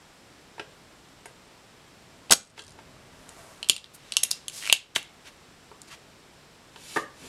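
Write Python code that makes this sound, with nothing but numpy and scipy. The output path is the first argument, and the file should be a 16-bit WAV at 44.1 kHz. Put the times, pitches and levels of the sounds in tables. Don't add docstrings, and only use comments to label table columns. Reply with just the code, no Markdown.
import sys
import numpy as np
from scipy import signal
from scipy.fft import rfft, irfft
from scipy.io import wavfile
from scipy.ndimage import uniform_filter1d

SR = 44100
rng = np.random.default_rng(int(sys.argv[2]) if len(sys.argv) > 2 else 0)


def file_out(sig):
    cols = np.atleast_2d(sig).T
    lim = np.clip(cols, -1, 1)
    pcm = np.round(lim * 32767).astype(np.int16)
    wavfile.write(sys.argv[1], SR, pcm)


N = 321048
T = np.arange(N) / SR


def from_db(db):
    return 10 ** (np.asarray(db) / 20)


def rms_one(x):
    return x / np.sqrt(np.mean(x ** 2) + 1e-20)


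def unit_energy(x):
    return x / np.sqrt(np.sum(x ** 2) + 1e-20)


def level(start, attack, hold, release):
    corners = start + np.cumsum([0, attack, hold, release])
    return np.interp(T, corners, [0, 1, 1, 0])


def band(x, low_hz, high_hz, order=3):
    top_hz = min(max(high_hz, low_hz * 1.1), SR * .45)
    return signal.sosfilt(signal.butter(order, [low_hz, top_hz], "band", fs=SR, output="sos"), x)


def coloured(spectrum):
    hz, db = np.transpose(spectrum)
    bins_hz = np.maximum(np.arange(N // 2 + 1) * SR / N, 1)
    gain = from_db(np.interp(np.log(bins_hz), np.log(hz), db))
    return rms_one(irfft(rfft(rng.standard_normal(N)) * gain, N))


def dying(t, t60):
    return np.exp(-np.log(1000) * t / t60)


def add(out, s, sound):
    at = int(s * SR)
    out[at:at + len(sound)] += sound[:N - at]


SNAP_HZ = (5800, 10500)
THUD_REF_HZ, THUD_DB_PER_OCTAVE = 3210, 10.5


def blows(rows, modes, ring_db, thud_db, thud_hz, width, contact_ms, scatter_db=1.0):
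    out, t = np.zeros(N), T[:SR // 3]
    contact = np.exp(-(t[:SR // 25] * 1000 / contact_ms) ** 1.5)
    for s, db, pitch_hz, snap_db in rows:
        bands_hz = np.array([thud_hz, (pitch_hz / width, pitch_hz * width), SNAP_HZ])
        pitch_thud_db = THUD_DB_PER_OCTAVE * np.log2(THUD_REF_HZ / pitch_hz)
        bands_db = db + np.array([thud_db + pitch_thud_db, 0, snap_db])
        for (low, high), band_db in zip(bands_hz, bands_db):
            crack = unit_energy(band(rng.standard_normal(len(contact)) * contact, low, high, order=2))
            add(out, s, crack * from_db(band_db) * np.sqrt(SR / 200))
        centres = np.log(bands_hz).mean(axis=1)
        for hz, mode_db, t60 in modes:
            drive_db = np.interp(np.log(hz), centres, bands_db) + ring_db + scatter_db * rng.standard_normal()
            add(out, s, from_db(drive_db + mode_db) * dying(t, t60) * np.cos(2 * np.pi * hz * t))
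    return out


# freq_hz, level_db
HUSH_SPECTRUM = [(15, -54.5), (25, -8.5), (141, -4), (344, -6), (677, -8.5), (3920, -16), (5430, -19),
                 (6740, -22.5), (7310, -19.5), (12900, -33), (16000, -51)]
HUSH_DB = -54
# centre_hz, width_hz, level_db
WHINE_BANDS = [(145, 25, -68.5), (5200, 120, -72.5), (7424, 200, -78), (12790, 147.6, -83.5)]


def hush():
    out = from_db(HUSH_DB) * coloured(HUSH_SPECTRUM)
    for hz, width_hz, db in WHINE_BANDS:
        whine = band(rng.standard_normal(N), hz - width_hz / 2, hz + width_hz / 2, order=1)
        out += from_db(db) * rms_one(whine)
    return out


# start_s, level_db, pitch_hz, snap_db (relative to level_db)
TOOL_TAPS = [(0.581, -48.5, 1110, -21), (0.5958, -32.5, 1900, -41), (1.2573, -43, 1795, -3.5),
             (2.578, -39, 2170, -22), (2.5924, -35, 2880, -12), (2.7879, -50, 1500, -29),
             (5.7145, -56, 900, -16), (6.7601, -45.5, 2367, -18)]
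# freq_hz, level_db, t60_s
BOARD_MODES = [(430, -13, .22), (505, -14, .17), (1604, -12, .15)]


def board_taps():
    return blows(TOOL_TAPS, BOARD_MODES, ring_db=2.5, thud_db=-10.0, thud_hz=(400, 1150),
                 width=1.63, contact_ms=3.2)


def grains(per_s, spread_db):
    sizes = from_db(spread_db * np.minimum(rng.exponential(1, N), 4))
    happens = rng.random(N) < per_s / SR
    return rms_one(happens * sizes * rng.standard_normal(N))


# peak_s, length_s, level_db, centre_hz
RUB_STROKES = [(2.577, 0.044, -47, 1700), (2.9, 2.43, -55.5, 123.3), (3.4, 0.81, -53.5, 698),
               (3.427, 0.67, -58.5, 6000), (3.95, 0.037, -42, 12000), (4.2, 0.65, -51.5, 2220),
               (4.3125, 0.012, -24.5, 9900), (4.573, .15, -39.5, 5750), (4.69, 0.22, -37.5, 3400),
               (4.961, 0.026, -22, 3950), (4.975, 0.048, -35, 11000), (5.273, 0.074, -46, 2200),
               (5.884, 0.027, -49, 3500), (5.926, 0.074, -42.5, 1820), (7.245, 0.13, -47.5, 150)]
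RUB_RISE_SHARE, RUB_WIDTH = 0.48, 1.76


def rubs():
    out, slips = np.zeros(N), grains(per_s=29000, spread_db=4.5)
    for peak, length, db, hz in RUB_STROKES:
        rise = length * RUB_RISE_SHARE
        stroke = level(peak - rise, rise, 0, length - rise)
        out += from_db(db) * stroke * rms_one(band(slips, hz / RUB_WIDTH, hz * RUB_WIDTH, order=1))
    return out


# start_s, level_db, pitch_hz, snap_db (relative to level_db)
CATCH_CLACKS = [(2.2973, -36.5, 3530, -12.5), (3.2911, -50, 3460, 6.5), (3.6288, -29, 3400, -12.5),
                (3.6876, -35, 3000, 6.5), (3.6969, -11, 3580, -1.5), (3.7642, -30, 3400, -4.5),
                (3.8426, -38.5, 3530, -14), (4.1214, -27.5, 3800, -6.5), (4.168, -17, 3600, 1),
                (4.2327, -27.5, 2470, 4.5), (4.235, -24, 3300, 10.5), (4.3132, -19.5, 4250, -3.5),
                (4.482, -32, 3240, 2.5), (4.6746, -29.5, 2200, -6), (4.698, -17.5, 2920, -20.5),
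                (4.7261, -9, 3100, -3.5), (4.9611, -14.5, 2820, -16.5), (4.9643, -25, 1420, -6),
                (5.0285, -56, 2700, 11.5), (5.8171, -49, 4620, 6)]
# freq_hz, level_db, t60_s
PLUNGER_MODES = [(2735, -11, .22), (3480, -17, .17), (3900, -17, .18), (6560, -20, .13), (7950, -21, .14)]
# start_s, peak_db
LOW_THUMPS = [(3.6971, -18), (4.9634, -19)]
THUMP_HZ = (90, 795)
REBOUND_S, REBOUND_LOSS_DB, REBOUND_MAX_DB = .0157, 11.5, -37.5
BUZZ_DB, BUZZ_T60_S, BUZZ_WIDTH, COIL_LOWEST_HZ = -21, 0.27, 1.4, 2730
JUDDER_START_S, JUDDER_PERIOD_S, JUDDER_SLIPS = 4.6258, .0098, 5
JUDDER_DB, JUDDER_GROWTH_DB, JUDDER_SCATTER_DB = -39, 0.4, 3
JUDDER_HZ, JUDDER_SNAP_DB = 2450, -7


def plunger():
    rebounds = [(s + REBOUND_S, min(db - REBOUND_LOSS_DB, REBOUND_MAX_DB), hz, min(snap_db, 0))
                for s, db, hz, snap_db in CATCH_CLACKS]
    slips = []
    for k, uneven_db in enumerate(JUDDER_SCATTER_DB * rng.standard_normal(JUDDER_SLIPS)):
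        slip_db = JUDDER_DB + k * JUDDER_GROWTH_DB + uneven_db
        slips.append((JUDDER_START_S + k * JUDDER_PERIOD_S, slip_db, JUDDER_HZ, JUDDER_SNAP_DB))
    out = blows(CATCH_CLACKS + rebounds + slips, PLUNGER_MODES, ring_db=-9.5, thud_db=-17.5,
                thud_hz=(620, 2000), width=1.244, contact_ms=1.5)
    t = T[:SR // 3]
    for s, db, hz, _ in CATCH_CLACKS:
        coil_hz = max(hz, COIL_LOWEST_HZ)
        buzz = rms_one(band(rng.standard_normal(len(t)), coil_hz / BUZZ_WIDTH, coil_hz * BUZZ_WIDTH, order=2))
        add(out, s, from_db(db + BUZZ_DB) * dying(t, BUZZ_T60_S) * buzz)
    thump = band(signal.unit_impulse(len(t)), *THUMP_HZ, order=2)
    for s, db in LOW_THUMPS:
        add(out, s, from_db(db) * thump / thump.max())
    return out


# start_s, attack_s, hold_s, release_s
SUCTION_TIMES = (2.3062, .004, .022, .008)
SUCTION_DB = -15.5
# freq_hz, level_db
GULP_SPECTRUM = [(25, -25.5), (150, -0.5), (400, 2), (800, 1), (1400, 1), (3000, -4), (5200, 5.5),
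                 (8000, -8), (10500, 1.5), (13000, -7.5)]
PIPE_HZ, PIPE_DB, PIPE_T60_S = 800, -16.5, .04


def suction():
    air = from_db(SUCTION_DB) * level(*SUCTION_TIMES) * coloured(GULP_SPECTRUM)
    t = T[:SR // 10]
    swing = -from_db(PIPE_DB) * np.sin(2 * np.pi * PIPE_HZ * t) * dying(t, PIPE_T60_S)
    add(air, SUCTION_TIMES[0], swing)
    return air


# start_s, level_db, pitch_hz, snap_db (relative to level_db)
SLAM_BLOWS = [(2.3102, -20.5, 3400, 6), (2.3219, -12, 1900, -14.5), (2.3225, -14.5, 3200, 8),
              (2.3338, -14.5, 4500, -6.5)]
# freq_hz, level_db, t60_s
BARREL_MODES = [(2380, -23, .3), (4640, -20, .2), (5136, -20, .17), (5240, -19, .17), (6589, -4, .085),
                (6690, -15, .16), (10120, -21, .13), (10255, -21, .13)]


def piston_slams():
    return blows(SLAM_BLOWS, BARREL_MODES, ring_db=-0.5, thud_db=-11.0, thud_hz=(150, 1700),
                 width=1.35, contact_ms=1.4)


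# start_s, length_s, level_db
CHATTER_SPELLS = [(2.36, 0.13, -51), (2.576, 0.125, -50)]
CHATTER_FADE_DB_PER_S = 45


def spring(per_s=60, low_hz=3600, high_hz=9500, edge_s=0.017):
    wander_db = 5.3 * rms_one(band(rng.standard_normal(N), 10, 36, order=1))
    turns = np.cumsum(per_s * from_db(wander_db)) / SR
    ticks = np.exp(-(turns % 1) / 0.18) * rng.standard_normal(N)
    shaking = np.zeros(N)
    for s, length, db in CHATTER_SPELLS:
        fading_db = db - CHATTER_FADE_DB_PER_S * np.maximum(T - s, 0)
        shaking += level(s, edge_s, length, edge_s) * from_db(fading_db)
    return shaking * rms_one(band(ticks, low_hz, high_hz))


# peak_s, rise_s, fall_s, level_db
SPONGE_WIPES = [(6.96, 0.27, 0.11, -43.5), (7.26, 0.16, .3, -50)]
# freq_hz, level_db
SIZZLE_SPECTRUM = [(300, -9.5), (1000, -13), (2500, -2), (4000, -1.5), (7000, -5.5), (10500, -7),
                   (13000, -11.5), (16000, -13)]
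# start_s, level_db
STAND_BOUNCES = [(6.961, -30.5), (6.9635, -27.5), (6.9707, -24)]
STAND_PITCH_HZ, STAND_SNAP_DB = 1720, -26
# freq_hz, level_db, t60_s
STAND_MODES = [(355, -5, .16), (600, -10, .18), (1100, -2, .09), (1184, 3, .24), (1725, -3, .17),
               (1809, -6, .15), (2925, -8, .18), (3260, -4, .06)]


def iron(swell_power=1.5):
    steam = np.zeros(N)
    for peak, rise, fall, db in SPONGE_WIPES:
        steam += from_db(db) * level(peak - rise, rise, 0, fall) ** swell_power
    bounces = [(s, db, STAND_PITCH_HZ, STAND_SNAP_DB) for s, db in STAND_BOUNCES]
    knocks = blows(bounces, STAND_MODES, ring_db=-2.5, thud_db=-11.0, thud_hz=(330, 1150),
                   width=1.12, contact_ms=3.0)
    return steam * coloured(SIZZLE_SPECTRUM) + knocks


# freq_hz, level_db, t60_s
ROOM_TAIL = [(300, -10, 0.31), (1500, -16, 0.33), (4000, -14, 0.26), (8000, -12.5, .21), (14000, -15, .14)]


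def room(x, early_db=-10.0, early_t60=0.036):
    t, edges_hz = T[:SR // 2], np.geomspace(80, 18000, 9)
    hz, db, t60 = np.transpose(ROOM_TAIL)
    echo = np.zeros(len(t))
    for low, high in zip(edges_hz, edges_hz[1:]):
        log_centre = np.log(low * high) / 2
        decay = dying(t, np.interp(log_centre, np.log(hz), t60))
        tail = unit_energy(rng.standard_normal(len(t)) * decay * (t > .005))
        echo += from_db(np.interp(log_centre, np.log(hz), db)) * band(tail, low, high)
    early = unit_energy(rng.standard_normal(len(t)) * dying(t, early_t60) * (t > .0015))
    return signal.fftconvolve(x, echo + from_db(early_db) * early)[:N]


MIC_TOP_HZ = 11900
BENCH_ROOM_DB = 8.0


def scene():
    bench = board_taps() + iron()
    pump = rubs() + plunger() + suction() + piston_slams() + spring()
    wet = pump + room(pump) + bench + from_db(BENCH_ROOM_DB) * room(bench)
    softened = signal.sosfilt(signal.butter(4, MIC_TOP_HZ, fs=SR, output="sos"), wet)
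    return (softened + hush())[None]


def gain_control(x, threshold_db=-19.0, squeeze=0.96, release_db_per_s=32.5, attack_s=0.069):
    power = uniform_filter1d(x[0] ** 2, size=441)
    loud_db = 10 * np.log10(np.maximum(power, 1e-12))
    cut_db = squeeze * np.maximum(loud_db - threshold_db, 0)
    release_db = release_db_per_s * T
    held_db = np.maximum.accumulate(cut_db + release_db) - release_db
    r = np.exp(-1 / (attack_s * SR))
    return x * from_db(-signal.lfilter([1 - r], [1, -r], held_db))


CUTOFF_HZ = 15800


def record(dry):
    clipped = np.clip(gain_control(dry), -1, 1)
    return signal.sosfilt(signal.ellip(10, .1, 80, CUTOFF_HZ, fs=SR, output="sos"), clipped)


dry = scene()
out = record(dry)
file_out(out)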